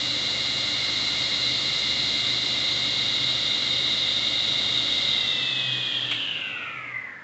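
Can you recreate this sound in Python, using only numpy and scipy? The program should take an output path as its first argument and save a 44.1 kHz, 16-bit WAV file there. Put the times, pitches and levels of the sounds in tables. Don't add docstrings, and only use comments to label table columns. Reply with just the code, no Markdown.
import sys
import numpy as np
from scipy import signal
from scipy.fft import rfft, irfft, next_fast_len
from scipy.io import wavfile
from scipy.ndimage import map_coordinates

SR = 44100
rng = np.random.default_rng(int(sys.argv[2]) if len(sys.argv) > 2 else 0)


def to_wav(s):
    ch = np.atleast_2d(s).T
    pcm = np.round(np.clip(ch, -1, 1) * 32767)
    wavfile.write(sys.argv[1], SR, pcm.astype(np.int16))


N = 318843


def from_db(db):
    return 10 ** (np.asarray(db) / 20)


def in_time(rows):
    return np.interp(np.arange(N) / SR, *np.transpose(rows))


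def unit_power(x):
    return x / np.sqrt(np.mean(x ** 2) + 1e-20)


def drift(rate_hz):
    hz = np.fft.rfftfreq(N, 1 / SR)
    return unit_power(irfft(rfft(rng.standard_normal(N)) / (1 + (hz / rate_hz) ** 2), N))


def colour(x, outline, unit_hz=1):
    size = next_fast_len(N)
    pitch, level_db = np.transpose(outline)
    hz = np.fft.rfftfreq(size, 1 / SR) + 1e-9
    gain = from_db(np.interp(np.log(hz), np.log(pitch * unit_hz), level_db, left=-120, right=-120))
    return unit_power(irfft(rfft(x, size) * gain, size)[:N])


def noise(outline, unit_hz=1):
    return colour(rng.standard_normal(N), outline, unit_hz)


def tone(hz, flutter_db=0, flutter_hz=5.6):
    phase = 2 * np.pi * (np.cumsum(hz) / SR + rng.random())
    return np.sqrt(2) * np.sin(phase) * from_db(flutter_db * drift(flutter_hz))


def resonate(x, resonances):
    out = x
    for hz, width_hz, level_db in resonances:
        out = out + from_db(level_db) * signal.lfilter(*signal.iirpeak(hz, hz / width_hz, fs=SR), x)
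    return out


def sweep_gain(hz, peaks):
    return from_db(sum(db * np.exp(-(2 * (hz - peak_hz) / width_hz) ** 2)
                       for peak_hz, width_hz, db in peaks))


def eddies(outline, spin):
    read_position = np.cumsum(spin / spin[0])
    return map_coordinates(noise(outline, spin[0]), [read_position], order=3, mode="wrap")


def garden_air():
    # pitch_hz, level_db
    air_colour = [(20, -14), (60, -2.5), (90, 5.5), (130, 9), (200, 0), (400, -5), (1000, 3.5), (2700, -12),
                  (4500, -25.5), (7600, -23), (8600, -48)]
    return from_db(-56) * noise(air_colour)


def rushing_air(speed):
    # pitch_hz, level_db
    rush_colour = [(20, -22.5), (60, -15), (90, -8.5), (125, 0), (170, 0), (270, 3), (370, -3), (520, 0.5),
                   (950, -5.5), (1400, -7), (3000, -1.5), (5600, -6), (7000, -5), (7600, -10.5),
                   (8600, -21)]
    # time_s, level_db
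    treble_change = [(1.5, 0.5), (4, -2.5)]
    air = noise(rush_colour)
    body = signal.sosfiltfilt(signal.butter(1, 2400, fs=SR, output="sos"), air, padtype="even")
    treble = (air - body) * from_db(in_time(treble_change))
    return from_db(-37) * (body * speed ** 1.77 + treble * speed ** 7.7)


def cabinet(spin):
    # cycles_per_turn, level_db
    shaft_tones = [(1, -54.5), (10, -59), (20, -61)]
    # pitch_hz, level_db
    drive_tones = [(121.4, -56), (264, -58), (300, -54.5), (502, -58.5), (552, -56), (652, -60.5)]
    # pitch_hz, width_hz, level_db
    box_resonances = [(123.3, 5, 6.5), (290, 8.6, 1.5), (553, 38, -13.5), (1310, 420, -1)]
    power_off_s, slacken_s, hum_hz = 5.18, 0.28, 100
    t = np.arange(N) / SR
    speed = spin / spin[0]
    shaft = sum(from_db(db) * tone(cycles * spin, flutter_db=-1.5, flutter_hz=3.6)
                for cycles, db in shaft_tones)
    drive = sum(from_db(db) * tone(hz * speed) for hz, db in drive_tones)
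    belt_pull = np.exp(-(np.maximum(t - power_off_s, 0) / slacken_s) ** 2)
    electric_hum = from_db(-58.5) * (t <= power_off_s) * np.sqrt(2) * np.sin(2 * np.pi * hum_hz * t)
    return resonate((shaft + drive) * belt_pull + electric_hum + rushing_air(speed), box_resonances)


def panel_boom(spin):
    # cycles_per_turn, level_db
    shakes = [(2, -56), (3, -53), (5, -56.5)]
    # pitch_hz, width_hz, level_db
    panels = [(127.2, 18, 15.5), (116.6, 4, 12), (297, 14, 14.5)]
    booms = sum(from_db(db) * sweep_gain(cycles * spin, panels)
                * tone(cycles * spin, flutter_db=2.5, flutter_hz=5) for cycles, db in shakes)
    return (spin / spin[0]) ** 3 * booms


def relay_clack():
    # start_s, level_db, fade_s (time to fall by 60 dB)
    knocks = [(6.111, -28, 0.046), (6.115, -22, 0.057), (6.122, -32.5, 0.18), (6.145, -30, 0.091)]
    # pitch_hz, level_db
    rattle_colour = [(60, -32), (150, -23), (300, -4), (900, -8), (1900, 3.5), (2800, 12.5), (4200, -1),
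                     (5200, -18.5), (7700, -18), (8600, -34)]
    t = np.arange(N) / SR
    loudness = sum((t >= start_s) * from_db(db - 60 * np.maximum(t - start_s, 0) / fade_s)
                   for start_s, db, fade_s in knocks)
    return loudness * noise(rattle_colour)


def tooth_whine(spin):
    levels_db = [-1.5, -16.5]
    # pitch_hz, width_hz, level_db
    slot_peaks = [(2600, 330, 8), (2390, 69, -23), (2280, 180, -22), (1980, 270, 2), (1300, 430, -7)]
    teeth = 40
    tooth_hz, speed = teeth * spin, spin / spin[0]
    whine = sum(from_db(db) * speed ** (12 * k)
                * tone((k + 1) * tooth_hz, flutter_db=-0.36, flutter_hz=4.4)
                for k, db in enumerate(levels_db))
    return from_db(-39) * speed ** 1.9 * sweep_gain(tooth_hz, slot_peaks) * whine


def blade_singing(eddy_hz):
    # pitch_hz, width_hz, level_db
    notes = [(2013, 80, 1.5), (2755, 140, -2.5), (2976, 190, -1), (3262, 75, -4), (3733, 220, -3.5)]
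    lock_range = 0.055
    singing = 0
    for hz, width_hz, level_db in notes:
        band = signal.butter(2, [hz - width_hz / 2, hz + width_hz / 2], "band", fs=SR, output="sos")
        ring = unit_power(signal.sosfilt(band, rng.standard_normal(N)))
        nearness = np.exp(-((eddy_hz / hz - 1) / lock_range) ** 2)
        singing = singing + from_db(level_db) * nearness * ring
    return singing


def blade_air(spin):
    # cycles_per_turn, level_db
    tip_swirls = [(22, -29.5), (35, -23.5), (42, -14), (46, -6.5), (49, -5.5), (51.5, -1.5), (54.5, 0.5),
                  (57.5, -5), (62, -9.5), (70, -16), (80, -27), (105, -49.5)]
    gap_swirls = [(14, -23), (18.5, -18.5), (22.5, -22.5), (26, -11.5), (28.3, -8.5), (29.9, 2),
                  (31.2, -2.5), (33, -15), (38, -35)]
    guard_swirls = [(30, -0.5), (76, -2), (86, -6.5), (100, -22.5)]
    # pitch_hz, width_hz, level_db
    hollow_peaks = [(1325, 230, 5), (930, 160, -7)]
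    # pitch_hz, level_db
    hiss_colour = [(2500, -24), (3400, -4), (3950, 0.5), (4250, -20.5), (4700, -2), (5400, -21.5),
                   (7000, -35.5)]
    # pitch_hz, width_hz, level_db
    blade_resonances = [(1330, 150, 0), (2042, 135, 1.5), (2750, 250, -5.5), (3296, 250, -6),
                        (3646, 190, -1.5), (3976, 120, -10.5)]
    # time_s, whirl_db, whirl_hz, whistle_db
    walk = [(0.15, -27, 3880, -39), (0.86, -26.5, 3904, -36.5), (1.79, -25.5, 3873, -36.5),
            (4.7, -26.5, 3720, -38.5), (4.9, -26, 3707, -38.5)]
    whirl_at_switch_hz = 3709
    tip_cycles, gap_cycles = 53.52, 28.5
    speed = spin / spin[0]
    whirl_db, whirl_hz, whistle_db = (in_time(np.array(walk)[:, [0, k]]) for k in (1, 2, 3))
    heard_spin = spin * whirl_hz / whirl_at_switch_hz
    singing = blade_singing(tip_cycles * heard_spin)
    whirl = from_db(whirl_db - 3) * speed ** 2.3 * (eddies(tip_swirls, heard_spin) + singing)
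    hollow_gain = sweep_gain(gap_cycles * spin, hollow_peaks)
    whistle = from_db(whistle_db - 3) * speed ** 1.88 * hollow_gain * eddies(gap_swirls, spin)
    hiss = from_db(whirl_db - 15) * speed ** 3.9 * colour(eddies(guard_swirls, spin), hiss_colour)
    return resonate(whirl + whistle, blade_resonances) + hiss


def scene():
    # time_s, turns_per_s
    blade_speed = [(5.1, 71.015), (5.4, 66.6), (5.65, 63.7), (5.96, 61.0), (6.13, 59.3), (6.41, 52.7),
                   (6.7, 45.4), (7.23, 32.3)]
    spin = in_time(blade_speed)
    saw = blade_air(spin) + tooth_whine(spin) + cabinet(spin) + panel_boom(spin) + relay_clack()
    return (saw + garden_air())[None]


def record(dry):
    bass_cut_hz, treble_cut_hz = 45, 8650
    thinned = signal.sosfilt(signal.butter(2, bass_cut_hz, "high", fs=SR, output="sos"), dry)
    return signal.sosfilt(signal.cheby2(16, 60, treble_cut_hz, fs=SR, output="sos"), thinned)


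dry = scene()
out = record(dry)
to_wav(out)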